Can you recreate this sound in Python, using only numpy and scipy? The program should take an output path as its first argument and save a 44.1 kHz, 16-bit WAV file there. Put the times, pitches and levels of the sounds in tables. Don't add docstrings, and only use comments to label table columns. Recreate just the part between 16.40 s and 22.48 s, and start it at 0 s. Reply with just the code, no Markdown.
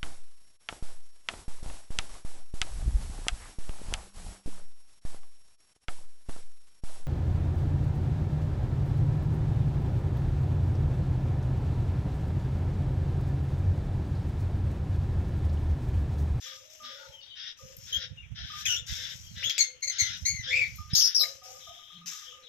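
import sys
import numpy as np
from scipy import signal
from scipy.fft import rfft, irfft
from scipy.io import wavfile
from scipy.ndimage import map_coordinates

SR = 44100
rng = np.random.default_rng(int(sys.argv[2]) if len(sys.argv) > 2 else 0)


def transcribe(signal):
    frames = np.atleast_2d(signal).T
    limited = np.clip(frames, -1, 1)
    pcm = np.round(limited * 32767).astype(np.int16)
    wavfile.write(sys.argv[1], SR, pcm)


N = 268304

# (frequency [Hz], time to fall 60 dB [s])
AVIARY_T60 = [(200, 0.46), (1000, 0.37), (3000, 0.29), (6000, 0.28), (13000, 0.24)]
# (frequency [Hz], level [dB])
WASH_SPECTRUM = [(20, 15.5), (80, -9), (300, 0), (1000, -2.5), (1500, 4.5), (3300, 12), (4400, -12),
                 (6000, 7), (7500, -6.5), (9500, -12.5), (12800, -23), (15500, -31.5)]
EDDY_SPECTRUM = [(20, -50), (40, -7), (65, 9.5), (110, 8.5), (170, -2), (250, -15.5), (350, -44.5),
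                 (600, -30), (1500, -63)]
MIC_RESPONSE = [(20, -3), (60, 4), (6900, -0.5), (7500, -0.5), (9500, -3), (11000, -1.5), (12800, 12),
                (14600, 8.5), (15800, -6.5)]
# (time [s], length [s], build-up [s], level [dB])
GUSTS = [(1.14, 1.98, 0.49, -54.5), (3.105, 1.5, .1, -72.5), (3.6, 1.029, .02, -54.5),
         (4.798, 0.57, 0.034, -74.5)]
# (time [s], level [dB])
PUFFS = [(.7, -61), (1.25, -60), (1.386, -55), (1.585, -47), (1.728, -44), (1.931, -39.5), (2.047, -42),
         (2.282, -40.5), (2.519, -40.5), (2.976, -46), (3.079, -41.5), (3.626, -43), (3.831, -42),
         (3.932, -36), (4.4, -51)]
# (time [s], length [s], pitch [Hz], level [dB], left over right [dB])
BUMPS = [(0.407, .12, 244, -73, 5), (4.531, 0.011, 134.6, -38, -24), (5.52, 0.22, 171.4, -62.5, 0)]
COOS = [(0.036, .21, 526, -64.5, -1), (.21, .31, 607, -67, -3), (.477, 0.27, 547, -60, 1.5),
        (0.579, 0.2, 891, -66.5, 0), (1.198, 0.14, 532.6, -58.5, 4), (1.499, 0.18, 514, -65, 8),
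        (1.972, 0.066, 706, -72, 3), (2.3, 0.12, 515, -70, 15), (2.545, .22, 528, -71, -3),
        (2.97, 0.14, 518, -69.5, 19), (3.264, .1, 516, -68.5, 14), (3.44, 0.056, 530, -65, 8),
        (4.062, .16, 514, -56, 4.5), (4.748, .19, 524.5, -57.5, 0.5), (4.796, 0.053, 695, -57.5, -8),
        (5.017, 0.11, 744, -59.5, -7.5), (5.049, 0.12, 522, -58.5, 1), (5.268, 0.069, 706, -56, -4),
        (5.856, 0.25, 512, -67, 2)]
# (frequency [Hz], level [dB], time to fall 60 dB [s])
METAL_MODES = [(1218, 1.5, 0.18), (1245, -4, 0.21), (3450, -22, 0.41), (5320, -13.5, 0.58),
               (6140, -18.5, 0.47)]
# (time [s], level [dB])
CLINKS = [(0.061, -51), (0.119, -50.5), (0.4, -45), (.442, -44), (1.19, -53), (2.098, -43.5), (2.134, -41),
          (4.383, -42.5), (4.58, -52), (4.806, -44), (4.833, -47)]
# (time [s], level [dB], brightness [dB])
BEAK_CLICKS = [(1.367, -45, 13), (2.199, -39, -6), (3.105, -25, -4), (3.096, -19.5, -4), (3.18, -19, -5),
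               (3.407, -53, 4), (4.359, -44, 20)]
# (frequency [Hz], level [dB], change with brightness [dB/dB])
CRACK_SPECTRUM = [(1000, -66, 0), (2200, 11.5, -1), (6500, 10.5, -0.5), (9000, -15, 1), (13000, -8, 1),
                  (15500, -37, 1)]

# (frequency [Hz], level [dB])
BEG_THROAT = [(900, -38.5), (1200, -23.5), (1420, -6.5), (1800, -2), (2500, -10.5), (3150, 1), (3650, 7),
              (4350, -9), (5300, 2), (6100, -8.5), (7200, -43.5), (10000, -53), (12500, -67), (15000, -73)]
SCREECH_THROAT = [(700, -37), (1200, -23.5), (1700, -21), (2450, -15), (3600, -11.5), (4500, -14),
                  (5500, 0.5), (6600, -4), (7700, -14.5), (9500, -26.5), (12500, -22.5), (14400, -40.5),
                  (15500, -52)]
CHURR_THROAT = [(2000, -43), (2750, -40), (3100, 13.5), (3400, 14.5), (3900, 11.5), (4300, -67),
                (6000, -35)]
# (time [s], length [s], level [dB], level change [dB])
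BEGS = [(.01, .15, -44.5, -3), (0.424, 0.28, -41.5, -19), (0.951, .17, -42, 0), (1.455, 0.21, -49.5, 13),
        (1.945, 0.47, -44, -1.5), (2.467, .28, -39.5, -1), (2.949, 0.326, -41.5, -0.5),
        (3.499, .28, -40.5, 2.5), (4.023, 0.26, -37, -14), (4.492, .27, -44, -1), (5.682, 0.23, -45.5, -14)]
SCREECHES = [(0, 0.36, -47, -15.5), (0.297, 0.52, -55, -7), (1.172, 0.18, -56.5, 2),
             (1.362, 0.15, -57, 9.5), (2.018, .21, -69.5, 29.5), (2.462, 0.69, -41.5, -20.5),
             (3.657, 0.22, -57.5, 6), (4.253, 0.46, -53, -13.5), (4.841, 0.21, -40.5, -27),
             (5.03, 0.64, -47, -24.5), (5.658, 0.5, -37.5, -40.5)]
# (time [s], length [s], level [dB])
CHURRS = [(0.81, .154, -55), (5.203, 0.42, -54.5), (5.831, 0.15, -60.5)]

# (syrinx buzz rate [Hz], relative level of each harmonic [dB])
CHIRP_VOICE = (130, [5.5, -3.5, -26, -24.5])
YELP_VOICE = (120, [-3, 1.5, 6.5, -19.5, -22.5, -29.5])
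SQUAWK_VOICE = (170, [-10, 9, -15.5, 5.5, -10, -41, -23, -20.5])
WAIL_VOICE = (125, [13.5, -5.5, -12, -65, -57, -26.5])
SHRIEK_VOICE = (200, [0, -22, -14.5])
CREAK_VOICE = (90, [-10, -1.5, -13, -20])
WHISTLE_VOICE = (90, [0])
# (time [s], length [s], first pitch [Hz], last pitch [Hz], level [dB], jitter [share])
WHISTLES = [(0.551, 0.12, 1470, 1373, -52, 0.057), (0.719, 0.12, 3270, 2840, -52, 0.0065),
            (.9, 0.1, 3055, 2930, -50.5, 0.007), (2.831, 0.076, 3230, 3187, -56, .015),
            (0.806, 0.048, 4500, 4320, -55.5, 0.019), (.82, 0.052, 5800, 5420, -59, .014),
            (1.773, 0.027, 2860, 2727, -42, 0.007), (1.816, 0.033, 2550, 2290, -51.5, 0.073),
            (3.744, 0.056, 6280, 5370, -49, 0.0044), (5.825, 0.14, 3420, 2954, -49, 0.058),
            (6.025, .065, 3960, 3320, -52.5, 0.047)]
# (time [s], length [s], first pitch [Hz], last pitch [Hz], level [dB], level change [dB], jitter [share])
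SHRIEKS = [(4.532, 0.0172, 4820, 5700, -22, 1.5, 0.02), (4.549, 0.02, 3935, 3260, -16.5, -17.5, 0.08),
           (4.55, 0.061, 5253, 5315, -21, 3.5, 0.087), (4.551, .06, 6830, 5990, -25.5, 4.5, 0.036),
           (4.608, 0.01, 3190, 4270, -24, -1, 0.088), (4.616, 0.077, 5470, 5330, -16.5, -8.5, 0.063),
           (4.746, .091, 5505, 5013, -20.5, -3.5, 0.044), (4.793, 0.034, 4360, 3783, -22.5, -3.5, 0.03)]
YIPS = [(2.253, 0.0253, 2535, 1780, -25.5, -15, .07), (4.834, 0.01, 2180, 1780, -30, 4, .08)]
# (time [s], pitch [Hz], level [dB])
SQUAWK_ARC = [(2.26, 1736, -28), (2.285, 1513, -23), (2.344, 1403, -29.5), (2.366, 1455, -24)]
CREAK_ARC = [(4.06, 1497, -48), (4.092, 1742, -28), (4.125, 1790, -36)]
WAIL_ARC = [(4.106, 2016, -31), (4.128, 2253, -22), (4.18, 2543, -24.5), (4.21, 2318, -20.5),
            (4.272, 2127, -39)]
# (time [s], length [s], pitch [Hz], starting pitch offset [share], time to peak [s], level [dB])
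CHIRPS = [(1.518, 0.057, 3283, -.05, 0.013, -22), (2.358, 0.033, 3610, -0.16, 0.011, -30),
          (3.025, 0.055, 3400, -0.59, 0.031, -24), (3.095, 0.016, 3250, 0.014, 0.002, -24.5)]
YELPS = [(3.18, 0.053, 2125, 0.25, 0.03, -14), (3.42, 0.038, 2159, -0.021, 0.0088, -26),
         (3.471, 0.047, 2100, 0.13, 0.016, -20.5), (3.583, 0.1, 2087, 0.12, 0.023, -18),
         (3.851, 0.17, 2226, -0.13, 0.017, -18.5)]
SETTLE_S = 0.009


def amp(db):
    return 10 ** (np.asarray(db) / 20)


def unit_rms(x):
    return x / np.sqrt(np.mean(x ** 2, axis=-1, keepdims=True) + 1e-20)


def curve_at(points, hz):
    f, value = np.transpose(points)
    return np.interp(np.log(hz + 1), np.log(f + 1), value)


def filtered(x, spectrum):
    hz = np.fft.rfftfreq(x.shape[-1], 1 / SR)
    return irfft(rfft(x) * amp(curve_at(spectrum, hz)), x.shape[-1])


def noise(spectrum, size):
    return unit_rms(filtered(rng.standard_normal(size), spectrum))


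def wander(rate_hz, size):
    whole = max(size, SR)
    lowpass = 1 + (np.fft.rfftfreq(whole, 1 / SR) / rate_hz) ** 3
    return unit_rms(irfft(rfft(rng.standard_normal(whole)) / lowpass, whole))[:size]


def phase_of(hz):
    return 2 * np.pi * np.cumsum(hz) / SR


def fades(t, rise_s, fall_s):
    onset = np.sin(np.pi / 2 * np.clip((t - t[0]) / rise_s, 0, 1))
    return onset * np.sin(np.pi / 2 * np.clip((t[-1] - t) / fall_s, 0, 1))


def sides(pan_db):
    return amp([[pan_db / 2], [-pan_db / 2]])


def add(mix, s, sound):
    part = mix[:, max(round(s * SR), 0):][:, :sound.shape[1]]
    part += sound[:, :part.shape[1]]


def aviary(x, early_db, tail_db, count=10, size=16384):
    hz, t, bands = signal.stft(rng.standard_normal((2, size)), SR, nperseg=256)
    decay = amp(-60 * t / curve_at(AVIARY_T60, hz)[:, None])
    tail = signal.istft(bands * decay * np.minimum(t / 0.012, 1), SR, nperseg=256)[1]
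    echo = amp(tail_db) * unit_rms(tail) / np.sqrt(size)
    for side in echo:
        delay_s = rng.uniform(.001, .024, count)
        side[(delay_s * SR).astype(int)] += amp(early_db) * rng.choice([-1, 1], count) / np.sqrt(count)
        side[rng.integers(0, count)] += 1
    wet = signal.fftconvolve(x[None], echo, axes=1)
    return wet * np.linalg.norm(x) / np.linalg.norm(wet, axis=1, keepdims=True)


def far_wash(level_db=-63.5, flicker_db=2):
    wash = np.array([noise(WASH_SPECTRUM, N) for _ in range(2)])
    return sides(4) * wash * amp(level_db + flicker_db * wander(36, N))


def far_flock(level_db=-65, count=30):
    mix = np.zeros((2, N))
    for when, high, long, loud in rng.random((count, 4)):
        t = np.arange(0, 0.01 + 0.16 * long, 1 / SR)
        pitch = (2700 + 2600 * high) * (1 - 0.17 * t / t[-1] + 0.025 * wander(280, len(t)))
        note = amp(level_db + 6 * loud) * np.sin(phase_of(pitch)) * fades(t, 0.014, 0.0091)
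        add(mix, when * N / SR, sides(6) * aviary(note, early_db=0, tail_db=4))
    return mix


def dove_coo(s, length, hz, level_db, pan_db, jitter=0.039, arch=0.023):
    t = np.arange(0, length, 1 / SR)
    pitch = hz * (1 + arch * (np.sin(np.pi * t / length) - .5) + jitter * wander(71, len(t)))
    tone = unit_rms(np.sin(phase_of(pitch)) * fades(t, length / 6, length / 4))
    return s, sides(pan_db) * aviary(amp(level_db) * tone, early_db=-8, tail_db=0)


def bump(s, length, hz, level_db, pan_db):
    t = np.arange(0, length, 1 / SR)
    pitch = hz * (1 + .06 * wander(90, len(t)))
    push = np.sin(phase_of(pitch)) * fades(t, length / 3, length / 2)
    return s, sides(pan_db) * amp(level_db) * unit_rms(push)


def port_wind(lumpy=0.38, left_db=-11, right_db=3, calm_db=-76.5, drop_s=0.064, puff_s=.014):
    t = np.arange(N) / SR
    eddies = np.array([noise(EDDY_SPECTRUM, N) * np.exp(lumpy * wander(29.5, N)) for _ in range(2)])
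    spells = sum(amp(db) * np.clip((t - s) / rise, 0, 1) * np.clip((s + length - t) / drop_s, 0, 1)
                 for s, length, rise, db in GUSTS)
    puffs = sum(amp(db) * np.exp(-((t - s) / puff_s) ** 2) for s, db in PUFFS)
    return amp([[left_db], [right_db]]) * unit_rms(eddies) * (amp(calm_db) + spells + puffs)


def metal_clink(s, level_db, spread_db=3):
    t = np.arange(SR // 2) / SR
    ring = sum(amp(db + spread_db * rng.uniform(0.15, 1) - 60 * t / t60) * np.sin(2 * np.pi * hz * t)
               for hz, db, t60 in METAL_MODES)
    return s, sides(-1) * aviary(amp(level_db) * ring * fades(t, .012, .05), early_db=-6, tail_db=-2)


def metal_rocking(start_s=5.016, gap_s=.128, gap_ratio=.965, level_db=-50, uneven_db=2, count=9):
    times = start_s + gap_s * (1 - gap_ratio ** np.arange(count)) / (1 - gap_ratio)
    return list(zip(times, level_db + uneven_db * rng.standard_normal(count)))


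def beak_click(s, level_db, bright_db):
    t = np.arange(SR // 40) / SR
    spectrum = [(hz, db + tilt * bright_db) for hz, db, tilt in CRACK_SPECTRUM]
    crack = amp(level_db) * noise(spectrum, len(t)) * np.exp(-t / .003) * fades(t, .001, .005)
    return s, sides(8) * aviary(crack, early_db=-8, tail_db=-10)


def rasp(row, throat, grain, pan_db, rise_s, quiver=0.01763):
    s, length, level_db, change_db = row
    t = np.arange(0, length, 1 / SR)
    place = np.cumsum(1 + quiver * wander(59.7, len(t)))
    breath = map_coordinates(noise(throat, SR), [place], order=5, mode="wrap")
    chopped = unit_rms(breath * np.exp(grain * wander(180, len(t))))
    strength = amp(level_db + change_db * t / length) * fades(t, min(rise_s, length / 3), length / 6)
    return s, sides(pan_db) * aviary(chopped * strength, early_db=2.5, tail_db=-6)


def syrinx(t, pitch, level_db, voice, jitter, pan_db, breath_db, overtone_db=0, top_hz=13500):
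    buzz_hz, harmonics = voice
    buzz = np.sin(phase_of(buzz_hz * (1 + 0.048 * wander(42, len(t)))))
    hz = pitch * (1 + jitter * (buzz + 0.776 * wander(3 * buzz_hz, len(t))))
    phase = phase_of(hz)
    tone = sum(amp(db + overtone_db * (k > 1)) * np.sin(k * phase) / (1 + (k * hz / top_hz) ** 20)
               for k, db in enumerate(harmonics, 1))
    tone /= np.sqrt(np.sum(amp(harmonics) ** 2) / 2)
    breath = amp(breath_db) * noise(SCREECH_THROAT, SR)[:len(t)]
    flutter = 1 + 0.32 * wander(73, len(t))
    strength = amp(level_db - 1.5) * flutter * fades(t, 0.0024, 0.014)
    return sides(pan_db) * aviary((tone + breath) * strength, early_db=-0.5, tail_db=-6.5)


def whistle(s, length, first_hz, last_hz, level_db, jitter, ends_db=-6):
    t = np.arange(0, length, 1 / SR)
    pitch = np.geomspace(first_hz, last_hz, len(t))
    arch_db = ends_db * (2 * t / length - 1) ** 2
    return s, syrinx(t, pitch, level_db + arch_db, WHISTLE_VOICE, jitter, pan_db=9, breath_db=-36)


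def sliding_cry(row, voice, pan_db, breath_db):
    s, length, first_hz, last_hz, level_db, change_db, jitter = row
    t = np.arange(0, length, 1 / SR)
    pitch = np.geomspace(first_hz, last_hz, len(t))
    return s, syrinx(t, pitch, level_db + change_db * t / length, voice, jitter, pan_db, breath_db)


def bending_cry(arc, voice, jitter, pan_db, breath_db):
    s, hz, db = np.transpose(arc)
    t = np.arange(s[0], s[-1], 1 / SR)
    return s[0], syrinx(t, np.interp(t, s, hz), np.interp(t, s, db), voice, jitter, pan_db, breath_db)


def chirp(s, length, hz, offset, peak_s, level_db, swell_db=11, fade_s=0.027, fade_db=10):
    t = np.arange(0, length, 1 / SR)
    attack_db = -swell_db * np.maximum(1 - t / peak_s, 0)
    release_db = -fade_db * (np.maximum(t - peak_s, 0) / fade_s) ** 2
    pitch = hz * (1 + offset * np.exp(-t / SETTLE_S))
    return s, syrinx(t, pitch, level_db + attack_db + release_db, CHIRP_VOICE,
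                     jitter=0.018, pan_db=9.5, breath_db=-29)


def yelp(s, length, hz, offset, peak_s, level_db, swell_db=13, fade_db=16, relax_s=0.043, sag_per_s2=4):
    t = np.arange(0, length, 1 / SR)
    attack_db = -swell_db * np.maximum(1 - t / peak_s, 0)
    release_db = -fade_db * (1 - np.exp(-np.maximum(t - peak_s, 0) / relax_s))
    pitch = hz * (1 + offset * np.exp(-t / SETTLE_S) - sag_per_s2 * t ** 2)
    return s, syrinx(t, pitch, level_db + attack_db + release_db, YELP_VOICE,
                     jitter=0.024, pan_db=7.5, breath_db=-22, overtone_db=0.63 * release_db)


def scene():
    sounds = [chirp(*row) for row in CHIRPS] + [yelp(*row) for row in YELPS]
    sounds += [whistle(*row) for row in WHISTLES]
    sounds += [sliding_cry(row, SHRIEK_VOICE, pan_db=7.5, breath_db=-24.5) for row in SHRIEKS]
    sounds += [sliding_cry(row, WAIL_VOICE, pan_db=6.5, breath_db=-0.5) for row in YIPS]
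    sounds += [bending_cry(CREAK_ARC, CREAK_VOICE, jitter=0.024, pan_db=4.5, breath_db=-22),
               bending_cry(WAIL_ARC, WAIL_VOICE, jitter=0.044, pan_db=5.5, breath_db=-24),
               bending_cry(SQUAWK_ARC, SQUAWK_VOICE, jitter=0.038, pan_db=6.5, breath_db=-12.5)]
    sounds += [rasp(row, BEG_THROAT, grain=0.19, pan_db=7, rise_s=0.03) for row in BEGS]
    sounds += [rasp(row, SCREECH_THROAT, grain=0.34, pan_db=8.5, rise_s=0.004) for row in SCREECHES]
    sounds += [rasp((*row, 0), CHURR_THROAT, grain=0.084, pan_db=11, rise_s=0.0023) for row in CHURRS]
    sounds += [dove_coo(*row) for row in COOS]
    sounds += [metal_clink(*row) for row in CLINKS + metal_rocking()]
    sounds += [beak_click(*row) for row in BEAK_CLICKS] + [bump(*row) for row in BUMPS]
    mix = port_wind() + far_wash() + far_flock()
    for s, sound in sounds:
        add(mix, s, sound)
    return mix


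def record(dry):
    band_limit = signal.firwin(511, 15780, window=("kaiser", 9), fs=SR)
    return signal.oaconvolve(filtered(dry, MIC_RESPONSE), band_limit[None], "same")


dry = scene()
out = record(dry)
transcribe(out)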